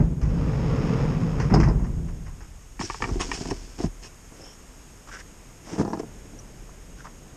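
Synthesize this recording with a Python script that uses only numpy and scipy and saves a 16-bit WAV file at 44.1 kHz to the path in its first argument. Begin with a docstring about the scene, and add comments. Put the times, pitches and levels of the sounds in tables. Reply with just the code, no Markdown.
"""A van's sliding door rolls open and slams into its stop; load bay and panels boom with each jolt.
A camera in the bay is picked up, fingers rubbing and clicking on its housing, and set down on grass.
Fishing boxes scrape and clatter out of the van over small birds, low wind and a distant street.
Impacts are force pulses into resonant modes; friction is a random train of tiny slips."""
import sys
import numpy as np
from scipy import signal
from scipy.fft import rfft, irfft, next_fast_len
from scipy.io import wavfile
from scipy.ndimage import uniform_filter1d

SR = 44100
rng = np.random.default_rng(int(sys.argv[2]) if len(sys.argv) > 2 else 0)


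def store_wav(level_fs):
    """Save 16-bit WAV to argv[1]."""
    pcm = np.round(np.clip(np.atleast_2d(level_fs), -1, 1) * 32767)
    wavfile.write(sys.argv[1], SR, pcm.T.astype(np.int16))


N = 324743
TIME_S = np.arange(N) / SR

# Spectra of wind, street, microphone hiss, sliding boxes, rubbing skin and door rollers.
# Each row: frequency in Hz, relative density in dB.
WIND_SPECTRUM = [(10, -15), (24, -4), (40, 2), (58, -7.5), (90, -10.5), (200, -32), (600, -78)]
STREET_SPECTRUM = [(12, -22), (20, 0), (37, 0), (54, -12), (123, -3.5), (299, -11.5), (466, -15),
                   (532, -18.5), (1080, -29), (2680, -36.5), (4000, -43), (5200, -65), (8800, -120)]
HISS_SPECTRUM = [(1000, -0.5), (2800, -5), (3600, -9.5), (4300, -13.5), (5200, -4.5), (5600, -3.5),
                 (6050, -9.5), (6500, 4), (7100, -4), (9300, -8.5), (10400, -18), (11300, -13.5),
                 (12800, -14.5), (14300, -29)]
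RASP_SPECTRUM = [(400, 3), (1500, 4), (3000, 0), (4200, -9), (5300, 5), (6600, 0), (9000, -9), (12000, -22)]
SKIN_SPECTRUM = [(410, -34), (700, -13), (1110, -12), (1570, -4), (1840, -8), (3000, -6.5), (3880, -11.5),
                 (5390, 1.5), (6020, -4.5), (6560, -1.5), (8680, -13.5), (10400, -23), (13000, -47)]
ROLLER_SPECTRUM = [(150, -29), (250, -2.5), (349, -14), (449, -1), (657, -15.5), (1180, -15), (1520, -22),
                   (2520, -25.5), (3630, -34.5), (4320, -37.5), (5230, -28.5), (6030, -38.5), (6630, -33.5),
                   (7290, -45), (11000, -72), (14300, -108), (22000, -120)]
# Loudness of wind, street and hiss. Each row: time in seconds, level in dB.
WIND_LEVELS = [(2.35, -39), (2.72, -45), (3.15, -36), (3.8, -47.5), (4.2, -49), (7.36, -45.5)]
STREET_LEVELS = [(2.2, -51), (2.7, -60), (3.3, -50), (4.15, -55), (5.5, -52.5), (6.3, -47), (6.8, -51.5),
                 (7.36, -48.5)]
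HISS_LEVELS = [(0, -58), (4.5, -52.7), (7.36, -54)]
# Bird calls and fingertip squeaks.
# Each row: start and length in seconds, level in dB, first and last pitch in Hz.
BIRD_CALLS = [(4.4, 0.17, -50.5, 5250, 5670), (4.436, 0.12, -58, 3080, 3130),
              (5.884, 0.037, -51.5, 5500, 5860), (6.387, 0.016, -44, 5750, 6000)]
FINGER_SQUEAKS = [(2.818, 0.034, -38.5, 5450, 5760), (2.848, 0.021, -36.5, 5800, 5500),
                  (3.094, .016, -45, 5700, 6000), (3.388, 0.015, -49, 7040, 7600)]

# Resonances. Each row: frequency in Hz, bandwidth in Hz, gain in dB.
BOX_MODES = [(119, 34, 0.5), (177, 55, 6), (225, 42, 7.5), (297.4, 92, 9), (418, 110, 1), (687, 150, 2.5),
             (806, 40, 2), (940, 220, 0.5), (1224, 330, -5), (1640, 140, -2), (2470, 490, -11),
             (5500, 800, 8.5)]  # boxes on the van's floor
LID_MODES = [(730, 260, -11), (1015, 350, 6), (1260, 370, -1), (1740, 400, -2.5), (2500, 660, -5.5),
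             (5600, 740, 2)]  # plastic lid
HOUSING_MODES = [(99, 68, 19), (352, 210, 11.5), (934, 216, 13.5), (1136, 310, 12), (1800, 180, 16.5),
                 (2290, 120, 15.5), (2670, 200, 6.5), (5260, 300, 7), (6460, 400, -6)]  # camera's plastic shell
CAMERA_MODES = [(44.3, 7.5, 7.5), (91, 99, 3.5), (173, 87, 0.5), (254, 82, 3), (338, 70, 0.5),
                (404, 60, -29), (670, 150, -3.5), (903, 140, -13), (1500, 980, -24)]  # whole camera against hand and ground
MIC_PORT_MODES = [(390, 150, 3.5), (1040, 500, 11), (1800, 870, 5.5), (2530, 61, 12.5), (2784, 70, 7),
                  (3200, 440, -25), (5450, 380, 6.5), (6380, 260, 2), (7800, 780, -14)]  # microphone opening
BAY_MODES = [(37.8, 9.2, -1), (53.2, 12, 1), (79, 22, -16)]  # air in the load bay
PANEL_MODES = [(127.8, 15.6, 0), (150.6, 40, 4), (219, 24, -15)]  # van's sides
CATCH_MODES = [(5000, 88, -11), (5100, 110, 2), (5340, 220, -1), (5580, 160, -15), (6360, 210, -6),
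               (7800, 580, -20)]  # steel door catch
DOOR_MODES = [(167, 55, 10.5), (242, 21, 6.5), (338, 60, 13), (422.5, 21, 11), (680, 380, 3),
              (840, 59, -3.5), (986, 210, 0.5), (1320, 1180, -1), (1890, 460, -8), (2560, 500, -12),
              (5250, 180, 4.5), (5800, 750, 4), (6400, 640, -4.5)]  # steel skin and runners

# Boxes knocking, the housing clicking in its mount, dull camera bumps.
# Each row: start in seconds, level in dB, contact time in seconds.
BOX_KNOCKS = [(4.32, -42.5, .00076), (4.395, -46, 0.00082), (5.726, -31, 0.0018), (5.781, -25, .00077),
              (5.795, -16.5, .0016), (5.812, -24.5, 0.00065), (5.85, -24.5, .001), (5.932, -27, .0005),
              (5.996, -26.5, 0.00092), (6.033, -32.5, .0014), (6.333, -40, 0.0011)]
MOUNT_CLICKS = [(2.794, -34, .00029), (2.812, -26.5, 0.00046), (2.9, -25.5, .00028), (2.945, -32, .0004),
                (3.005, -34, .0008), (3.0224, -21.5, .00022), (3.0413, -24, .00028), (3.09, -29.5, .0006),
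                (3.205, -30, .0004), (3.316, -23.5, .00012), (3.511, -25, 0.00095)]
CAMERA_BUMPS = [(2.797, -28, .0028), (2.835, -31, 0.0013), (3.113, -24.5, .0045), (3.157, -24, 0.0013),
                (3.41, -27, 0.00079), (3.456, -30.5, 0.00055), (3.487, -30, 0.00056),
                (3.517, -22.5, 0.00095), (3.803, -25, .0007), (3.839, -26, .0006), (3.842, -15.5, .0021)]
# Rattling impacts. Each row: start in seconds, level in dB, contact time and rattle decay in seconds.
LID_HITS = [(5.932, -26.5, .0006, .004), (6.692, -50, 0.0006, 0.0066), (7.046, -42.5, 0.00041, .015),
            (7.069, -43.5, 0.00028, 0.0074)]
CATCH_HITS = [(1.54, -29, 0.000087, 0.013), (1.604, -49, 0.00011, 0.0074), (1.638, -43, .0001, 0.014),
              (1.684, -43.5, 0.0001, 0.013)]  # snaps in, chatters
DOOR_HITS = [(0, -25.5, .0009, 0.038), (.213, -44, 0.00018, 0.065), (1.399, -29, .0002, .031),
             (1.499, -30.5, 0.00038, 0.16), (1.537, -16.5, .0008, .032), (1.6, -26.5, .0002, .024),
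             (1.632, -28.5, 0.00026, 0.025), (1.675, -23, .001, 0.03), (1.797, -41, 0.00046, 0.026),
             (1.843, -42, 0.00027, 0.02), (2.085, -48, .00027, .02), (2.262, -47.5, .00025, .038),
             (2.404, -48.5, .0002, .038)]  # unlatching, track joints, stop, rebound, settling

# Boxes and bags sliding.
# Each row: start and length in seconds, level in dB, rasp pitch in Hz, ratio of fizz to rasp.
BOX_SLIDES = [(4.298, 0.25, -50.5, 420, 0.7), (5.068, 0.04, -44.5, 1190, 0.55),
              (5.097, 0.089, -39.5, 1560, 0.6), (5.173, 0.051, -44, 1800, 1.2),
              (5.637, 0.16, -42.5, 666, 1.3), (5.772, 0.064, -40.5, 1500, 3.5),
              (5.987, 0.024, -43, 1500, 4.5), (6.964, 0.074, -50.5, 1500, 0.83),
              (7.036, 0.044, -44.5, 1082, 0.41)]
# Fingers taking hold. Each row: start and length in seconds, sliding and pressing levels in dB.
FINGER_GRIPS = [(2.791, .23, -39, -52), (3.012, 0.2, -44, -34.5), (3.197, .13, -39, -34),
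                (3.325, 0.21, -38, -39), (3.536, 0.26, -49, -50.5), (3.778, 0.085, -44.5, -35.5),
                (4.016, 0.06, -50, -47)]
# Fingers dragging. Each row: start and length in seconds, level in dB, tilt in dB per octave.
FINGER_SCUFFS = [(2.805, 0.031, -36, -2), (2.851, 0.016, -41.5, 7), (3.192, 0.054, -29.5, 1),
                 (3.316, .07, -40, 3), (3.452, 0.0098, -43, -1), (3.5, 0.024, -36, 4), (3.8, 0.08, -47, 11),
                 (4.021, 0.068, -45, 4)]
# Camera landing on springy grass. Each row: start in seconds, rocking level in dB.
TOUCHDOWNS = [(3.5, -31), (3.85, -30)]
# Door's weight jolting the van at release, track bends, stop and rebound.
# Each row: start in seconds, bay level in dB, panel level in dB, T60 in seconds.
DOOR_JOLTS = [(-.02, -11, -12, .32), (.22, -18, -28, .55), (.67, -25, -32, .5), (1.19, -40, -23, .7),
              (1.505, -17.5, -13.5, 1.25), (1.61, -16.5, -27, 1.45), (1.96, -28, -31, 1.15)]
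# Door's travel along its track. Each row: time in seconds, fraction of top speed.
DOOR_SPEEDS = [(0, 0.16), (.2, 0.032), (.235, 0.19), (.41, 0.52), (.93, 0.99), (1.13, 0.68), (1.5, 0.46),
               (1.72, 0)]


def gain_of(db):
    """Decibels to amplitude."""
    return 10 ** (np.asarray(db) / 20)


def unit_rms(x):
    """Scales to rms 1."""
    return x / np.sqrt(np.mean(x ** 2) + 1e-20)


def envelope(levels):
    """A dB curve as gain over time."""
    return gain_of(np.interp(TIME_S, *np.transpose(levels)))


def add(mix, start_s, sound):
    """Mixes a sound in, in place."""
    part = mix[max(round(start_s * SR), 0):][:len(sound)]
    part += sound[:len(part)]


def butter(x, order, hz, kind="low"):
    """Butterworth filter."""
    return signal.sosfilt(signal.butter(order, hz, kind, fs=SR, output="sos"), x)


def coloured(x, spectrum):
    """Filters by a spectrum, to rms 1."""
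    size = next_fast_len(len(x))
    hz, db = np.transpose(spectrum)
    curve_db = np.interp(np.log(np.fft.rfftfreq(size, 1 / SR) + 1), np.log(hz), db)
    return unit_rms(irfft(rfft(x, size) * gain_of(curve_db), size)[:len(x)])


def resonate(x, hz, width_hz):
    """One resonance of gain 1."""
    return signal.lfilter(*signal.iirpeak(min(hz, SR / 3), hz / width_hz, SR), x)


def ring(force, modes, tilt_db_per_oct=0):
    """A body's modes answer a force, their gains tilted about 1 kHz."""
    out = 0
    for hz, width_hz, db in modes:
        mode = resonate(resonate(force, hz, width_hz), hz, hz + width_hz)
        out += gain_of(db + tilt_db_per_oct * np.log2(hz / 1000)) * mode
    return out


def grit(size, slips_per_s, spread_db):
    """Friction: many tiny slips of uneven strength."""
    slips = rng.random(size) < slips_per_s / SR
    strength = gain_of(spread_db * np.minimum(rng.exponential(1, size), 4))
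    return unit_rms(slips * strength * rng.standard_normal(size))


def stroke(length_s, peak_fraction):
    """Swell and fall of one short movement."""
    progress = np.linspace(0, 1, round(length_s * SR))
    return np.sin(np.pi / 2 * np.interp(progress, [0, peak_fraction, 1], [0, 1, 0]))


def waver(depth_db, smooth_s):
    """A randomly wandering gain."""
    size = round(smooth_s * SR)
    drift = uniform_filter1d(uniform_filter1d(rng.standard_normal(N), size), size)
    return gain_of(depth_db * unit_rms(drift))


def contact(force, contact_s):
    """A long, soft contact leaves bass; a short, hard one moves the energy up."""
    corner_hz = np.clip(.5 / contact_s, 40, SR / 3)
    return butter(butter(force, 2, corner_hz), 1, .16 * corner_hz, "high")


def impacts(hits, modes, rattle_db, echo_db, echo_t60_s, crack_db):
    """A tap, dying chatter and faint echo drive the modes; some force is heard as a dry crack."""
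    out, t = np.zeros(N), np.arange(SR // 2) / SR
    for start_s, db, contact_s, rattle_s in hits:
        tap = (t == 0) + gain_of(rattle_db) * grit(len(t), 5000, 1.4) * np.exp(-t / rattle_s)
        echo = rng.standard_normal(len(t)) * gain_of(-60 * t / echo_t60_s)
        force = contact(unit_rms(tap) + gain_of(echo_db) * unit_rms(echo), contact_s)
        sound = unit_rms(ring(force, modes)) + gain_of(crack_db) * unit_rms(force)
        peak_rms = np.sqrt(uniform_filter1d(sound ** 2, size=SR // 100).max())
        add(out, start_s, gain_of(db) * sound / peak_rms)
    return out


def drone(modes, window_s):
    """Modes under random shaking, held near rms 1."""
    hum = ring(rng.standard_normal(N), modes)
    power = np.abs(uniform_filter1d(hum ** 2, size=round(window_s * SR)))
    return hum / np.sqrt(power + 1e-12)


def whistles(glides, husk_hz):
    """Gliding tones, made husky by low-passed noise."""
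    out = np.zeros(N)
    for start_s, length_s, db, first_hz, last_hz in glides:
        swell = stroke(length_s, peak_fraction=.25)
        husk = butter(rng.standard_normal(len(swell)), 2, husk_hz)
        cycles = np.cumsum(np.linspace(first_hz, last_hz, len(swell))) / SR
        add(out, start_s, gain_of(db) * swell * unit_rms(husk * np.sin(2 * np.pi * cycles)))
    return out


def air():
    """Low wind, distant street wash and microphone hiss."""
    wind = coloured(rng.standard_normal(N), WIND_SPECTRUM)
    street = coloured(rng.standard_normal(N), STREET_SPECTRUM)
    street = unit_rms(butter(street, 2, 110, "high"))
    hiss = coloured(rng.standard_normal(N), HISS_SPECTRUM)
    return wind * envelope(WIND_LEVELS) + street * envelope(STREET_LEVELS) + hiss * envelope(HISS_LEVELS)


def birds():
    """Short high calls from the trees."""
    return whistles(BIRD_CALLS, husk_hz=200)


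def sill_judder(start_s=5.67, hardest_s=5.825, end_s=5.99, hits_per_s=43, contact_s=.0008, rattle_s=.007):
    """A box catches and slips: near-regular hits grow as it tips over the sill, fade as it comes free."""
    peak_db, rise_db_per_s, fall_db_per_s = -26, 100, 43
    times_s = np.arange(start_s, end_s, 1 / hits_per_s)
    jitter_s, jitter_db = (rng.standard_normal((len(times_s), 2)) * [.002025, 1.2]).T
    past_peak_s = times_s - hardest_s
    levels_db = peak_db + np.minimum(rise_db_per_s * past_peak_s, -fall_db_per_s * past_peak_s)
    hits = [(s, db, contact_s, rattle_s) for s, db in zip(times_s - jitter_s, levels_db + jitter_db)]
    return impacts(hits, BOX_MODES, rattle_db=-20, echo_db=-11, echo_t60_s=.13, crack_db=-16)


def fishing_boxes(rattle_s=.0091):
    """Boxes knock together, rasp over the floor and cross the sill; a lid taps."""
    knocks = [(*row, rattle_s) for row in BOX_KNOCKS]
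    out = impacts(knocks, BOX_MODES, rattle_db=-19, echo_db=-7.5, echo_t60_s=.12, crack_db=-16)
    out += impacts(LID_HITS, LID_MODES, rattle_db=-4, echo_db=-12, echo_t60_s=.14, crack_db=-16)
    for start_s, length_s, db, hz, fizz_ratio in BOX_SLIDES:
        swell = stroke(length_s, peak_fraction=.52)
        slips = grit(len(swell), 1100, 1.1)
        rasp = unit_rms(resonate(resonate(slips, hz, 320), hz, 900))
        fizz = coloured(grit(len(swell), 6000, 1), RASP_SPECTRUM)
        add(out, start_s, gain_of(db) * swell * unit_rms(rasp + fizz_ratio * fizz))
    return out + sill_judder()


def fingers(rise_s=.012, sag_db_per_s=36, release_s=.0094):
    """Grips rub and flex the housing; fingertips scuff the microphone opening, stick and squeak."""
    slide, press = np.zeros(N), np.zeros(N)
    for start_s, length_s, slide_db, press_db in FINGER_GRIPS:
        t = np.maximum(TIME_S - start_s, 0)
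        release = np.exp(-np.maximum(t - length_s, 0) / release_s)
        grip = np.minimum(t / rise_s, 1) * gain_of(-sag_db_per_s * t) * release
        slide += gain_of(slide_db) * grip
        press += gain_of(press_db) * grip
    rub = coloured(grit(N, 5000, .9) * waver(depth_db=1.1, smooth_s=.016), SKIN_SPECTRUM)
    flex = unit_rms(ring(grit(N, 900, 2.9), CAMERA_MODES, tilt_db_per_oct=.27))
    out = rub * slide + flex * press
    for start_s, length_s, db, tilt_db_per_oct in FINGER_SCUFFS:
        swell = stroke(length_s, peak_fraction=.36)
        scuff = unit_rms(ring(grit(len(swell), 5000, 1.9), MIC_PORT_MODES, tilt_db_per_oct))
        add(out, start_s, gain_of(db) * swell * scuff)
    return out + whistles(FINGER_SQUEAKS, husk_hz=230)


def camera_handling(click_rattle_s=.007, bump_rattle_s=.012, rock_hz=39, rock_t60_s=.85):
    """The mount clicks; the camera bumps hand and ground and rocks on the grass."""
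    clicks = [(*row, click_rattle_s) for row in MOUNT_CLICKS]
    bumps = [(*row, bump_rattle_s) for row in CAMERA_BUMPS]
    out = impacts(clicks, HOUSING_MODES, rattle_db=-22, echo_db=-14, echo_t60_s=.12, crack_db=-8)
    out += impacts(bumps, CAMERA_MODES, rattle_db=-21, echo_db=-12, echo_t60_s=.13, crack_db=-10)
    rocking = gain_of(-60 * TIME_S / rock_t60_s) * np.sin(2 * np.pi * rock_hz * TIME_S)
    for start_s, db in TOUCHDOWNS:
        add(out, start_s, gain_of(db) * rocking)
    return out


def van_shaking(speed, speed_exponent=.19, rolling_bay_db=-31, rolling_panel_db=-24, jolt_rise_s=.022):
    """The bay booms and the panels hum while the door rolls, swelling and dying after each jolt."""
    rolling = speed ** speed_exponent
    bay_power = (gain_of(rolling_bay_db) * rolling * waver(depth_db=4, smooth_s=.08)) ** 2
    panel_power = (gain_of(rolling_panel_db) * rolling * waver(depth_db=1, smooth_s=.037)) ** 2
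    for start_s, bay_db, panel_db, t60_s in DOOR_JOLTS:
        t = np.maximum(TIME_S - start_s, 0)
        jolt = np.minimum(t / jolt_rise_s, 1) * gain_of(-60 * t / t60_s)
        bay_power += (gain_of(bay_db) * jolt) ** 2
        panel_power += (gain_of(panel_db) * jolt) ** 2
    boom = drone(BAY_MODES, window_s=.11) * np.sqrt(bay_power)
    hum = drone(PANEL_MODES, window_s=.083) * np.sqrt(panel_power)
    return boom + hum


def sliding_door(top_speed_db=-31.5):
    """Rollers grind along the track and shake the van; the door bangs into its stop and catch."""
    speed = np.interp(TIME_S, *np.transpose(DOOR_SPEEDS))
    rollers = coloured(grit(N, 6000, .55), ROLLER_SPECTRUM) * speed * gain_of(top_speed_db)
    bangs = impacts(DOOR_HITS, DOOR_MODES, rattle_db=6, echo_db=-16, echo_t60_s=.18, crack_db=-8)
    catch = impacts(CATCH_HITS, CATCH_MODES, rattle_db=-12, echo_db=-7, echo_t60_s=.21, crack_db=-9)
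    return van_shaking(speed) + rollers + bangs + catch


def scene():
    """Mono mix; the microphone's small opening dulls the top treble of the events."""
    events = sliding_door() + fingers() + camera_handling() + fishing_boxes() + birds()
    return (butter(events, order=6, hz=9700) + air())[None]


def record(dry, cutoff_hz=14300):
    """The camera's band limit."""
    lowpass = signal.firwin(511, cutoff_hz, window=("kaiser", 9), fs=SR)
    return signal.oaconvolve(dry, lowpass[None], "same")


dry = scene()
out = record(dry)
store_wav(out)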